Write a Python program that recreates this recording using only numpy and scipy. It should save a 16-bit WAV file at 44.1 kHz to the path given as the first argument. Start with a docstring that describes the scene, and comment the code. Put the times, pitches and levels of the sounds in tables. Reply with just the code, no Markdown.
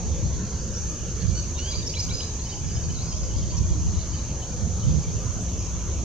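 """A pond on a breezy day: a dense chorus of insects drones in one high band, shaped from noise by one broad resonance.
Small birds whistle and squeak in the trees as bending sine notes, with a scattered tail of decaying noise.
Wind buffets each microphone port on its own: resonant low noise that swells with the gusts.
A far-off roar of noise in bands that flicker quickly and slowly, and a faint motor hum of four sine lines, lie under it."""
import sys
import numpy as np
from scipy import signal
from scipy.fft import rfft, irfft, next_fast_len
from scipy.io import wavfile
from scipy.ndimage import uniform_filter1d

SR = 44100
rng = np.random.default_rng(int(sys.argv[2]) if len(sys.argv) > 2 else 0)


def materialize(psi):
    """Save the field psi as 16-bit PCM at rate SR to the path in sys.argv[1].

    A 1-D psi becomes a single channel; in a 2-D psi each row is a channel.
    """
    bounded = np.clip(np.atleast_2d(psi).T, -1, 1)
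    quanta = np.round(bounded * 32767).astype(np.int16)
    wavfile.write(sys.argv[1], SR, quanta)


N = 266342  # length in samples
TIME = np.arange(N) / SR
SIDES = np.array([[1], [-1]])  # signs for left and right
PORT_LAG = 2  # samples by which the left port lags

# insects: levels before wavering and panning; throb rate of the nearer singer
CHORUS_DB, SINGER_DB, SINGER_HZ = -38, -43.5, 68.8
# birds: left against right; energy of the trees' tail, and decay time of the tail
BIRD_PAN_DB, TREES_DB, TREES_T60_S = -2.5, -5, .4
SMEAR_HZ = 380  # rate of the random flutter that blurs the pitch of the echo
RASP_DB, RASP_HZ = -10, 800  # air noise around each near note: level under the tone, spread
PEEP_S, PEEP_SCOOP = 0.032, 0.015  # length; how far below pitch it starts, as a share
ARCH_START, ARCH_END = 0.9, 0.92  # shares of the arch's middle pitch
FAR_LOW_HZ, FAR_HIGH_HZ = 2150, 5600  # range of the faint chirps before they bend
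FAR_DB = -66.5  # the faintest chirp
# wind: centre and width of each single resonance; slopes of a gust
THUD_HZ, THUD_WIDTH_HZ = 79, 90
FLUTTER_HZ, FLUTTER_WIDTH_HZ = 142, 112
RISE_DB_PER_S, FALL_DB_PER_S = 151, 132
ROAR_DB = -30
TOP_HZ = 15300  # upper limit of the microphone


def undb(db):
    """Decibels to an amplitude factor."""
    return 10 ** (np.asarray(db) / 20)


def level(x, db):
    """Scale a sound to a given RMS level."""
    return x * undb(db) / np.sqrt(np.mean(x ** 2))


def walk(rate):
    """Random levels held 1 / rate s and slewed twice; spread near 1."""
    hold = int(SR / rate)
    steps = np.repeat(rng.standard_normal(N // hold + 1), hold)
    slewed = uniform_filter1d(uniform_filter1d(steps, hold), hold)
    return 1.117 * slewed[:N]


def blend(mid, side, alike):
    """Mix a shared and an opposed part into left and right of a given likeness (-1 to 1)."""
    return np.sqrt(1 + alike) * mid + np.sqrt(1 - alike) * side * SIDES


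def pair(alike):
    """Left and right noise of a given likeness."""
    mid, side = rng.standard_normal((2, N))
    return blend(mid, side, alike)


def along(table, hz):
    """Read a curve drawn over log frequency."""
    points_hz, values = np.transpose(table)
    return np.interp(np.log(hz), np.log(points_hz), values)


def bins_hz(size):
    """Frequencies of a spectrum, kept above zero for the logarithm."""
    return np.maximum(np.arange(size // 2 + 1) * SR / size, 1)


def insects():
    """Countless clicks all round blur into a drone; one nearer singer on the right throbs at its muscle rate."""
    left, right = pair(.3)
    crowd = level(organ(np.array([np.roll(left, PORT_LAG), right])), CHORUS_DB)
    shared_db = .5 * walk(1.56)
    own_db = 0.21 * np.array([walk(25.5), walk(24.8)])
    crowd = crowd * undb(shared_db + own_db - 0.51 * SIDES)  # a little stronger on the right
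    cycle = np.cumsum(SINGER_HZ * (1 + 0.01 * walk(3.7))) / SR % 1
    bursts = rng.standard_normal(N) * np.exp(-cycle / .5)  # each cycle strikes and decays
    singer = level(organ(bursts), SINGER_DB) * undb(2.0 * walk(1.0))
    return crowd + singer * undb([[-7], [0]])


def organ(x):
    """The broad resonance of the sound organ, falling away on both sides."""
    # resonance of the sound organ: (f/Hz, relative level per Hz/dB)
    resonance = [(5200, -13), (6000, 3.5), (6550, 7), (6850, 1.5), (7300, -10.5), (9000, -29)]
    size = next_fast_len(N)
    hz = bins_hz(size)
    octaves_outside = abs(np.log2(np.clip(hz, resonance[0][0], resonance[-1][0]) / hz))
    gain_db = along(resonance, hz) - 16.5 * octaves_outside
    return irfft(rfft(x, size) * undb(gain_db), size)[..., :N]


def birds():
    """Direct song, a little from the right, and its scatter from trunks and leaves."""
    song = near_birds()
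    rasp_filter = signal.butter(2, RASP_HZ, fs=SR, output="sos")
    air = level(signal.sosfilt(rasp_filter, rng.standard_normal(len(song))), RASP_DB)
    song = (song * (1 + air) + far_birds(len(song), count=900))[:N]
    # unsteady throats and moving air roughen each note
    song = song * undb(1.5 * walk(90) + 2.5 * walk(300))
    direct = np.array([np.roll(song, PORT_LAG), song]) * undb(SIDES * BIRD_PAN_DB / 2)
    return direct + trees(song)


def trees(song):
    """Scatter builds up and dies away as noise; fast random flutter blurs the pitch of the echo."""
    t = TIME[:SR // 2]
    decay = np.exp(-np.log(1000) * t / TREES_T60_S)
    tail = rng.standard_normal((2, len(t))) * decay * (1 - np.exp(-t / 0.025))
    tail *= undb(TREES_DB) / np.sqrt(np.sum(tail ** 2, axis=1, keepdims=True))
    blurred = song * level(walk(SMEAR_HZ), 0)
    return signal.fftconvolve(blurred[None], tail)[:, :N]


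def near_birds():
    """Whistles with a weak octave, pure warbles and overtone-rich squeaks on one track."""
    # long warbles, each a pitch curve: (t/s, f/Hz)
    warbles = [
        [(.73, 5190), (.79, 6070), (.85, 6430), (.92, 6320)],
        [(2.43, 4200), (2.465, 5200), (2.48, 5500), (2.5, 4750), (2.53, 4440)],
        [(2.665, 5550), (2.685, 5250), (2.71, 4800), (2.735, 4730)],
        [(2.93, 5500), (2.955, 4160), (2.98, 3830), (3.01, 4050), (3.04, 4990), (3.075, 4730), (3.11, 3950)],
        [(3.075, 4850), (3.1, 5360), (3.12, 5050), (3.135, 4260)],
        [(4.12, 4350), (4.15, 4880), (4.175, 4340), (4.2, 3780)],
    ]
    # one value per warble: (level/dB)
    warble_levels = [-40, -47, -51, -48, -45, -50]
    # nasal squeaks: (t/s, length/s, start f/Hz, middle f/Hz, end f/Hz, level/dB, second partial trim/dB)
    squeaks = [(1.344, 0.071, 1410, 1505, 1435, -49, -20), (1.57, .15, 1383, 1522, 1705, -50, -7.5)]
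    # squeak overtones from the fundamental up, before the trim: (level/dB)
    squeak_partials = [-7, 14, 4, 7.5, -7]
    song = np.zeros(N + SR)
    for s, length, hz, db in whistles():
        add(song, s, length, hz, db, [0, -24], edge=.25)
    for curve, db in zip(warbles, warble_levels):
        s, hz = np.transpose(curve)
        length = s[-1] - s[0]
        add(song, s[0], length, hz, db, [0], edge=.1, at=(s - s[0]) / length)
    for s, length, *hz, db, second_db in squeaks:
        partials_db = np.add(squeak_partials, [0, second_db, 0, 0, 0])
        add(song, s, length, hz, db, partials_db, edge=.15)
    return song


def whistles():
    """Whistled notes as (s, length s, pitches Hz, level dB), each kind by its own rule."""
    # steps of a climbing phrase:
    # (t after its start/s, length/s, start f/Hz, middle f/Hz, end f/Hz, level above the phrase/dB)
    climb_steps = [(0, 0.0216, 2890, 3010, 3770, -4), (0.016, 0.0335, 3980, 3960, 4200, 1),
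                   (0.027, 0.026, 2260, 2334, 2330, -5), (0.043, 0.015, 4130, 4450, 4840, -2),
                   (0.049, 0.036, 4930, 5000, 5000, 3.5), (0.065, 0.0202, 5530, 5860, 6100, 6),
                   (0.085, 0.044, 6550, 6520, 6500, 0)]
    # each time the phrase is sung: (t/s, steps begun within/s, level/dB)
    climbs = [(1.698, .047, -45), (1.935, .1, -37), (2.08, .058, -38), (2.198, .024, -39.5)]
    # short peeps, level after a small scoop: (t/s, f/Hz, level/dB)
    peeps = [(1.17, 2280, -54), (1.199, 4470, -45), (1.277, 4800, -49), (1.302, 5340, -56),
             (1.555, 3740, -46), (1.742, 4740, -35), (1.775, 4760, -38), (1.857, 5490, -31.5),
             (1.888, 5500, -40), (1.884, 4720, -39.5), (2.02, 4950, -39), (2.025, 5650, -42),
             (2.16, 4970, -41.5), (2.185, 4990, -38), (2.505, 5040, -50), (2.455, 3020, -48),
             (2.485, 3800, -51), (2.513, 3050, -47), (2.575, 3060, -55), (2.583, 5050, -52),
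             (2.658, 4940, -51), (2.63, 3030, -66), (2.685, 3000, -55), (2.711, 3000, -60),
             (2.759, 3060, -51), (2.787, 2980, -56), (2.83, 3040, -58), (2.89, 3030, -49.5),
             (2.92, 4990, -50), (2.93, 3020, -55), (3.025, 5050, -52), (3.121, 3160, -49),
             (3.18, 3190, -64), (3.283, 3060, -56), (3.305, 2950, -50), (3.325, 3180, -55),
             (3.419, 3130, -50.5), (3.496, 4630, -45), (3.525, 2400, -55), (3.529, 3140, -53),
             (3.568, 4270, -50), (3.625, 2420, -58), (4.13, 3050, -49), (4.415, 3050, -49),
             (4.82, 3050, -50.5), (3.564, 5900, -40.5), (3.566, 5500, -42), (5.03, 2320, -50.5),
             (5.585, 5300, -46), (5.62, 5230, -53)]
    # arched chirps: (t/s, length/s, middle f/Hz, level/dB)
    arches = [(3.158, 0.034, 5280, -45), (3.365, 0.031, 5140, -47), (5.398, 0.058, 8030, -52)]
    # straight slides: (t/s, length/s, start f/Hz, end f/Hz, level/dB)
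    slides = [(1.824, 0.015, 3800, 3600, -46), (1.7, 0.032, 4650, 4930, -36), (2.1, 0.019, 8700, 7600, -54),
              (2.272, .02, 9000, 8500, -57), (1.3, 0.044, 4000, 4520, -55.5), (2.39, 0.02, 4200, 4050, -46),
              (2.74, .042, 5300, 5100, -44), (2.825, 0.041, 4880, 4200, -46),
              (2.41, 0.037, 4100, 5200, -50), (2.5, .04, 4800, 4500, -53), (3.228, 0.017, 4700, 5350, -42),
              (3.99, 0.07, 4600, 3800, -54)]
    notes = []
    for s, sung, db in climbs:
        for after, length, *hz, step_db in climb_steps:
            if after < sung:
                notes.append((s + after, length, hz, db + step_db))
    for s, hz, db in peeps:
        notes.append((s, PEEP_S, [hz * (1 - PEEP_SCOOP), hz, hz], db))
    for s, length, middle, db in arches:
        notes.append((s, length, [middle * ARCH_START, middle, middle * ARCH_END], db))
    for s, length, *hz, db in slides:
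        notes.append((s, length, hz, db))
    return notes


def far_birds(length, count):
    """Faint chirps scattered at random in time; the lower the pitch, the less it bends."""
    out = np.zeros(length)
    for when, long, high, bend, end, loud in rng.random((count, 6)):
        hz = FAR_LOW_HZ * (FAR_HIGH_HZ / FAR_LOW_HZ) ** high
        path = hz * (1 + 0.164 * high * np.array([0, bend - .5, 2 * end - 1]))
        add(out, when * N / SR, 0.0243 + 0.0287 * long, path, FAR_DB + 8 * loud, [0], edge=.4)
    return out


def add(out, s, length, hz, db, partials_db, edge, at=None):
    """One note: it bends smoothly through its pitches (at even steps, or at given shares) and swells and fades."""
    u = np.linspace(0, 1, int(length * SR))
    if at is None:
        curve = np.polyfit(np.linspace(0, 1, len(hz)), hz, len(hz) - 1)
        pitch = np.polyval(curve, u)
    else:
        pitch = uniform_filter1d(np.interp(u, at, hz), len(u) // 10, mode="nearest")
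    phase = 2 * np.pi * np.cumsum(pitch) / SR
    tone = sum(undb(g) * np.sin((k + 1) * phase) for k, g in enumerate(partials_db))
    swell = np.sin(np.pi / 2 * np.clip(np.minimum(u, 1 - u) / edge, 0, 1)) ** 2
    out[int(s * SR):][:len(u)] += np.sqrt(2) * undb(db) * swell * tone


def wind():
    """Eddies beat each port separately; a stronger gust adds more of the higher flutter."""
    gust_db = gusts()
    eddies = undb(2.0 * np.array([walk(18), walk(18)]))
    thud = buffet(pair(0.041) * eddies, THUD_HZ, THUD_WIDTH_HZ)
    flicker = undb(5.5 * np.array([walk(22), walk(20)]))
    flutter = buffet(pair(0.055) * eddies * flicker, FLUTTER_HZ, FLUTTER_WIDTH_HZ)
    flutter_db = -8.5 + .5 * (gust_db + 24.0) - 1.04 * SIDES
    return undb(gust_db) * (thud + flutter * undb(flutter_db))


def buffet(x, hz, width):
    """A steep resonance: the same band-pass four times, brought to 0 dB."""
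    band = np.hstack(signal.iirpeak(hz, hz / width, SR))
    return level(signal.sosfilt(np.vstack([band] * 4), x), 0)


def gusts():
    """Level in dB on each port: the breeze, and gusts that rise fast and die away more slowly."""
    # slowly changing breeze, alike on both ports: (t/s, level/dB)
    breeze = [(0, -33), (.9, -37), (1.9, -42), (2.5, -45), (2.75, -30.5), (3.9, -28.5), (4.4, -41.5),
              (5.4, -33.5), (6.04, -34.5)]
    # gusts, each added to the breeze by power: (t of the peak/s, left level/dB, right level/dB)
    gust_peaks = [(.1, -41, -26.5), (.239, -18, -26), (.33, -35, -28), (1.29, -33, -17), (1.49, -31, -47),
                  (1.8, -37, -27), (2.1, -30, -23.5), (2.66, -29, -25), (3.38, -21, -26), (3.599, -36, -16),
                  (3.72, -24.5, -18), (3.87, -21.5, -26), (4.64, -46, -21), (4.88, -19, -19.5),
                  (4.95, -40, -15.5), (5.1, -35, -19), (5.24, -34, -18)]
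    power = undb(np.interp(TIME, *np.transpose(breeze))) ** 2
    for s, *db in gust_peaks:
        slope_db = np.where(TIME < s, RISE_DB_PER_S, FALL_DB_PER_S) * abs(TIME - s)
        power = power + undb(np.array(db)[:, None] - slope_db) ** 2
    return 10 * np.log10(power)


def roar():
    """Quarter-octave slices of a smooth noise, each flickering quickly and slowly by itself."""
    # far roar of the countryside: (f/Hz, relative level per Hz/dB)
    roar_curve = [(40, -14), (52, 7.4), (72, 5.8), (100, -1), (190, -4), (260, -14), (500, -16), (750, -25),
                  (1000, -25), (1500, -30.5), (2000, -35.5), (3000, -33), (3700, -36.5), (4800, -30),
                  (7500, -43), (9500, -51), (13000, -56), (15000, -70)]
    # likeness of left and right: (f/Hz, likeness from -1 to 1)
    likeness = [(100, 0.98), (800, 0.93), (2500, 0.82), (4500, 0.94), (7000, 0.66), (10000, -0.26)]
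    size = next_fast_len(N)
    hz = bins_hz(size)
    mid, side = rfft(rng.standard_normal((2, size))) * undb(along(roar_curve, hz))
    both = blend(mid, side, along(likeness, hz))
    out = 0
    for centre in 32 * 2. ** np.arange(0, 9.25, .25):
        # neighbouring slices overlap and sum to one
        part = np.cos(np.pi / 2 * np.clip(4 * np.log2(hz / centre), -1, 1)) ** 2
        flicker_db = 1.72 * walk(2.7) + 1.93 * walk(9) + 2.38 * walk(24.005)
        out = out + irfft(both * part, size)[:, :N] * undb(flicker_db)
    return level(out, ROAR_DB)


def hum():
    """A distant motor: the lowest line is steady, each higher one wavers more in level and pitch."""
    # lines of the motor, before wavering: (f/Hz, level/dB)
    lines = [(26.68, -43), (53.4, -50.5), (106.7, -44), (345, -53.5)]
    out = 0
    for k, (hz, db) in enumerate(lines):
        amplitude = np.sqrt(2) * undb(db + 0.67 * np.sqrt(k) * walk(7.8))
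        phase = 2 * np.pi * hz * np.cumsum(1 + 0.00591 * k * walk(12)) / SR
        out = out + amplitude * np.sin(phase)
    return out


def scene():
    """All layers sound together in stereo; the hum is the same on both sides."""
    return insects() + birds() + wind() + roar() + hum()


def record(dry):
    """The microphone cuts the very top with a steep low-pass."""
    return signal.sosfilt(signal.ellip(8, .2, 70, TOP_HZ, fs=SR, output="sos"), dry)


dry = scene()
out = record(dry)
materialize(out)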